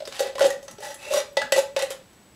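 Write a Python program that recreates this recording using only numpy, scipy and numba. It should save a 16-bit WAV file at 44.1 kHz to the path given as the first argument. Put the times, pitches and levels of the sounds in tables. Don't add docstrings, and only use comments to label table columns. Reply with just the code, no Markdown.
import sys
import numpy as np
from scipy import signal
from scipy.fft import rfft, irfft
from scipy.io import wavfile
from scipy.ndimage import uniform_filter1d
from numba import njit

SR = 44100
rng = np.random.default_rng(int(sys.argv[2]) if len(sys.argv) > 2 else 0)


def master(y):
    cut = np.clip(np.atleast_2d(y).T, -1, 1)
    pcm = np.round(cut * 32767)
    wavfile.write(sys.argv[1], SR, pcm.astype(np.int16))


def field_ratio(decibels):
    return 10 ** (np.asarray(decibels, dtype=float) / 20)


N = 103635
TOUCH = 8192


def unit(x):
    return x / np.sqrt(np.mean(x ** 2))


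def band(x, lo_hz, hi_hz):
    return signal.sosfilt(signal.butter(2, [lo_hz, hi_hz], "band", fs=SR, output="sos"), x)


def lowpass(x, hz):
    return signal.sosfilt(signal.butter(1, hz, fs=SR, output="sos"), x)


def walk(per_s):
    hold = int(SR / per_s)
    steps = np.repeat(rng.standard_normal(N // 40 + 2), hold)[:N]
    return unit(uniform_filter1d(steps, hold))


@njit
def ring(x, hz, bend, t60):
    y, z, turn = np.empty(len(x)), 0j, 0j
    decay = np.exp(-np.log(1000.) / (t60 * SR))
    for i in range(len(x)):
        if i % 32 == 0:
            turn = decay * np.exp(2j * np.pi * hz * bend[i] / SR)
        z = z * turn + x[i] + 1e-18
        y[i] = z.imag
    return y * np.sqrt(2 * (1 - decay * decay))


def swell(t, start, length):
    peak_share, sharpness = 0.56, 0.9
    u = np.clip((t - start) / length, 0, 1) ** (np.log(.5) / np.log(peak_share))
    return np.abs(np.sin(np.pi * u)) ** sharpness


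# (frequency [Hz], density [dB per Hz])
HUM_COLOUR = [(24, -13), (40, -2.5), (174, -0.5), (309, -1.5), (417, -6), (3930, -17.5), (7910, -22),
              (8520, -23.5), (15500, -27.5)]


def kitchen(t):
    hum_db, whine_hz, beat_hz, whine_db, fall_db = -54.5, 7867, 29.97, -70, -5
    f = np.arange(N // 2 + 1) * SR / N + 1
    hz, db = np.array(HUM_COLOUR).T
    colour = field_ratio(np.interp(np.log(f), np.log(hz), db))
    hum = irfft(rfft(rng.standard_normal(N)) * colour, N)
    whine = 0
    for k in np.arange(-4.5, 5):
        level = field_ratio(whine_db + fall_db * (abs(k) - 1.0))
        whine = whine + level * np.sin(2 * np.pi * (whine_hz + k * beat_hz) * t + k * k)
    return field_ratio(hum_db) * unit(hum) + whine


def room(x, t):
    level_db, t60_s, top_t60_s, split_hz, gap_s = -3.5, 0.3, 0.17, 4300, 0.0036
    bass_hz, bass_db = 800, -10
    noise = rng.standard_normal(N) * (t > gap_s)
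    low = lowpass(noise, split_hz)
    tail = low * field_ratio(-60 * t / t60_s) + (noise - low) * field_ratio(-60 * t / top_t60_s)
    tail = tail - (1 - field_ratio(bass_db)) * lowpass(tail, bass_hz)
    tail = tail / np.sqrt(np.sum(tail ** 2))
    return x + field_ratio(level_db) * signal.fftconvolve(x, tail)[:N]


# (time [s], level [dB])
HAND_SHIFTS = [
    (.43, -51),
    (0.701, -52),
    (1.0, -82),
    (1.409, -48),
    (1.7, -66),
]


def hand(t):
    bump_hz, bump_s = 148, 0.034
    shape = sum(field_ratio(db) * swell(t, start, 2 * bump_s) for start, db in HAND_SHIFTS)
    return shape * unit(band(rng.standard_normal(N), bump_hz * .6, bump_hz * 2.0))


# (time [s], frequency [Hz], level [dB], t60 [s])
SPOT_TOUCHES = [(.053, 5000, -29, 0.0054), (.074, 441, -33, 0.032), (.193, 7940, -26, 0.013),
                (.205, 798, -38.5, .12), (.381, 1047, -29, 0.012), (.394, 1487, -26, 0.0048),
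                (.407, 1450, -20.5, 0.0043), (.42, 6150, -28, 0.015), (.504, 1900, -25, 0.0055),
                (.455, 6230, -31, 0.011), (.681, 6330, -36, 0.011), (.682, 1330, -52, 0.13),
                (.783, 5670, -38, 0.083), (.783, 416, -41, 0.076), (.825, 822, -39, 0.12),
                (.943, 10200, -32.5, 0.0017), (.943, 7600, -37, 0.014), (1.135, 1103, -25.5, 0.0083),
                (1.371, 4550, -23.5, 0.0072), (1.417, 1678, -20.5, 0.0085), (1.428, 1480, -37, 0.022),
                (1.329, 12600, -49, .001), (1.372, 1978, -23, 0.026), (1.371, 860, -22.5, 0.041),
                (1.526, 1972, -26.5, 0.074), (1.57, 874, -27, 0.2), (1.765, 872, -35, .15),
                (1.815, 2750, -24, 0.014), (1.83, 1930, -36, 0.018), (1.13, 3900, -41, .015),
                (1.522, 2970, -16.5, .01), (1.795, 1960, -31, 0.015), (1.905, 1414, -42, 0.032)]


def spots(t):
    rub_s, clean_share, clean_below_hz = 0.0061, .2, 2200
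    sag = .01
    out, since = np.zeros(N + TOUCH), t[:TOUCH]
    bend = 1 - sag * since / since[-1]
    for start, hz, db, t60 in SPOT_TOUCHES:
        rasp = rng.standard_normal(TOUCH) / 2
        clean = clean_share * (hz < clean_below_hz) * np.sin(2 * np.pi * hz * since)
        push = np.exp(-since / rub_s) * (rasp + clean)
        i = int(start * SR)
        out[i:i + TOUCH] += field_ratio(db) * ring(push, 1. * hz, bend, min(t60, .12))
    return out[:N]


def friction():
    grains_per_s, spread_db, glide_db, patchy_db = 2400, 3.5, -3, 2
    size = field_ratio(spread_db * np.minimum(rng.exponential(size=N), 3)) * np.sign(rng.standard_normal(N))
    clicks = (rng.random(N) < grains_per_s / SR) * size
    glide = field_ratio(glide_db) * rng.standard_normal(N)
    return unit(unit(clicks) + glide) * field_ratio(patchy_db * walk(90))


# (from [Hz], to [Hz], start [s], stop [s], level [dB], t60 [s])
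EDGE_SQUEAK = (2590, 2760, .98, 1.2, -36, .06)


def squeak(t, rub):
    hz, end_hz, start, stop, db, t60 = EDGE_SQUEAK
    rise = np.interp(t, [start, stop], [1, end_hz / hz])
    return field_ratio(db) * swell(t, start, stop - start) * np.tanh(unit(ring(rub, 1. * hz, rise, t60)))


# (time [s], hollow [dB], wall [dB], bright [dB])
SPOON_TAPS = [(0.003, -28.5, -41.5, -74), (0.021, -27.5, -45, -65), (0.0541, -69, -42, -44),
              (0.0742, -32, -33.5, -37), (0.1236, -39, -33, -49), (0.193, -30.5, -24.5, -31),
              (0.203, -12, -31, -27), (0.2225, -22, -36.5, -39), (0.2698, -38, -60, -42),
              (0.3536, -25.5, -33.5, -48), (0.381, -32, -32.5, -40), (0.393, -22.5, -29.5, -30.5),
              (0.4062, -16, -25, -45), (.411, -9, -35, -40), (.4185, -18, -25, -33.5),
              (.4255, -25, -25.5, -41), (.443, -17, -27, -37), (.4505, -11, -40, -29),
              (.4595, -24, -29, -40), (.466, -21, -40, -29), (0.5033, -51, -33, -30),
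              (0.6276, -37, -49.5, -49), (0.6804, -38.5, -38, -46), (0.7113, -48, -47, -39),
              (0.7826, -41.5, -44.5, -55), (0.8043, -35, -47, -43.5), (0.9428, -59, -42.5, -42),
              (1.0985, -48, -44, -51), (1.109, -21, -46, -58), (1.1187, -28, -40, -38),
              (1.1292, -24.5, -34.5, -34), (1.1368, -27, -30, -24.5), (1.142, -20.5, -36, -44),
              (1.156, -22, -37, -32), (1.172, -38, -30, -52), (1.202, -22.5, -30.5, -40),
              (1.3692, -12, -19, -58), (1.4165, -42, -26.5, -45), (1.5212, -11, -16.5, -19.5),
              (1.5618, -24, -27.5, -33), (1.577, -36, -30.5, -31), (1.59, -40, -25.5, -28.5),
              (1.7635, -14.5, -22, -36), (1.7908, -42, -31.5, -31), (1.822, -28.5, -25.5, -27),
              (1.9041, -23.5, -33, -31), (2.13, -63, -66.5, -57)]
# (start [s], length [s], hollow [dB], wall [dB], bright [dB])
SPOON_SCRAPES = [(0.09, 0.18, -58, -38.5, -47.5), (0.191, 0.12, -31.5, -39, -70),
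                 (0.407, 0.071, -14.5, -30, -43), (0.455, 0.097, -47, -43.5, -58),
                 (0.622, 0.041, -53, -67, -50.5), (0.79, 0.15, -38.5, -37, -40),
                 (0.937, 0.051, -51.5, -65, -62), (0.974, 0.15, -48, -41.5, -46.5),
                 (1.088, .11, -24, -30.5, -34.5), (1.157, 0.055, -30, -35, -38),
                 (1.055, 0.039, -38, -50, -62), (1.374, 0.097, -62, -61, -52),
                 (1.55, 0.049, -17, -28.5, -30.5), (1.768, 0.063, -36, -31.5, -62),
                 (1.814, 0.028, -23, -41.5, -50), (1.894, 0.041, -41, -36.5, -40.5)]
# hollow, wall, bright [s]
RATTLE_S = [0.0023, 0.0054, 0.0043]
LOCK_HZ = 567


def spoon(t, rub, part, bend):
    strike_db, rise_s = -9, .0004
    force, since = np.zeros(N + TOUCH), t[:TOUCH]
    age = since / RATTLE_S[part]
    for tap in SPOON_TAPS:
        i, db = int(tap[0] * SR), tap[1 + part]
        rattle = rng.standard_normal(TOUCH)
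        shape = 2 * np.exp(-age) * (1 - np.exp(-since / rise_s)) * rattle
        if part == 0:
            pump = np.sin(2 * np.pi * LOCK_HZ * bend[i] * since)
            shape = 0.33 * age * np.exp(1 - age) * pump
        force[i:i + TOUCH] += field_ratio(db) * shape
        force[i] += field_ratio(db + strike_db) * 4
    pressure = sum(field_ratio(row[2 + part]) * swell(t, row[0], row[1]) for row in SPOON_SCRAPES)
    return force[:N] + rub * pressure


def sliding_modes(force, modes):
    contact_db, contact_per_s, wander, wander_per_s = 2.5, 14, .012, 12
    out = 0
    for k, (hz, db, t60) in enumerate(modes):
        push = force * field_ratio(contact_db * walk(contact_per_s))
        bend = 1 + wander * walk(wander_per_s)
        out = out + (-1) ** k * field_ratio(db) * ring(push, 1. * hz, bend, max(t60, .005))
    return out


# (frequency [Hz], level [dB], t60 [s])
HOLLOW_MODES = [(415, -39, 0.088), (493, -15.5, 0.025), (568, 0.5, 0.017), (620, -14, 0.01),
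                (781, -8.5, 0.086), (977, -6, 0.03)]
# (frequency [Hz], level [dB re hollow])
KITCHEN_MODES = [(342, -44), (397, -10.5), (440, -14), (478, -19.5), (535, -24), (625, -16.5)]


def hollow(force, bend):
    room_t60_s, steady = .25, np.ones(N)
    out = 0
    for k, (hz, db, t60) in enumerate(HOLLOW_MODES):
        out = out + (-1) ** k * field_ratio(db) * ring(force, 1. * hz, bend, max(t60, .005))
    return out + sum(field_ratio(db) * ring(force, 1. * hz, steady, room_t60_s) for hz, db in KITCHEN_MODES)


# (frequency [Hz], level [dB], t60 [s])
WALL_MODES = [(1060, -19, 0.026), (1450, -38, 0.03), (1740, -36, 0.03), (1900, -39, 0.035),
              (2660, -22, 0.057), (2563, -19, 0.051), (3460, -48, 0.02), (3490, -21.5, 0.025),
              (4430, -19, 0.025), (5220, -32, 0.02)]
# (frequency [Hz], level [dB re wall], t60 [s], share of pitch drift)
BARE_WALL = [
    (856.3, -1, 0.085, 0.77),
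    (1978, -6, 0.07, 0),
]


def wall(force, bend, free_db):
    out, freed = sliding_modes(force, WALL_MODES), force * field_ratio(free_db)
    for hz, db, t60, drift in BARE_WALL:
        out = out + field_ratio(db) * ring(freed, 1. * hz, bend ** drift, t60)
    return out


# (frequency [Hz], level [dB], t60 [s])
BRIGHT_MODES = [(5790, -9, 0.049), (6245, -6.5, 0.0084), (7820, -16, 0.0099), (9700, -37, 0.02)]


def bright(force):
    return sliding_modes(force, BRIGHT_MODES)


# (time [s], low pitch [re emptied can], freedom of the wall to ring [dB])
CAN_STATE = [(0, 1.065, -33), (0.201, 0.95, -0.5), (0.409, 0.99, -1.5), (.44, 0.95, -2), (0.489, 0.957, -3),
             (.8, 1.022, 0), (1.2, 1.023, -4), (1.35, 1.001, 1), (1.7, 1.003, -9), (1.861, 0.97, -2.5),
             (1.922, 0.92, -9)]
# (low [Hz], high [Hz], level [dB re modes])
CLATTER_BANDS = [
    (383, 4700, -21),
    (694, 4900, -4),
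    (5000, 11600, -6.5),
]


def can(t):
    lock_width_hz, lock_db, loose_db = 35, -11, -13
    rub = friction()
    when, pitch, freedom = np.array(CAN_STATE).T
    bend, free_db = np.interp(t, when, pitch), np.interp(t, when, freedom)
    locked = np.tanh(2 * unit(ring(rub, 1. * LOCK_HZ, bend, 2.2 / lock_width_hz)))
    rubs = [field_ratio(loose_db) * rub + field_ratio(lock_db) * locked, np.roll(rub, 40), np.roll(rub, 80)]
    out = squeak(t, rub)
    for part, (lo_hz, hi_hz, db) in enumerate(CLATTER_BANDS):
        force = band(spoon(t, rubs[part], part, bend), lo_hz, hi_hz)
        if part == 0:
            rung = hollow(force, bend)
        elif part == 1:
            rung = wall(force, bend, free_db)
        else:
            rung = bright(force)
        clatter = field_ratio(db) * force * np.sqrt(SR / 2 / (hi_hz - lo_hz))
        out = out + 0.5 * rung + clatter
    return out


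def scene():
    t = np.arange(N) / SR
    played = can(t) + spots(t) + hand(t)
    return (room(played, t) + kitchen(t))[None]


def band_limit(x):
    return signal.sosfilt(signal.butter(12, 16500, fs=SR, output="sos"), x)


def record(dry):
    top_hz = 15700
    mix = signal.sosfilt(signal.ellip(8, .2, 30, top_hz, fs=SR, output="sos"), dry)
    return band_limit(mix)


dry = scene()
out = record(dry)
master(out)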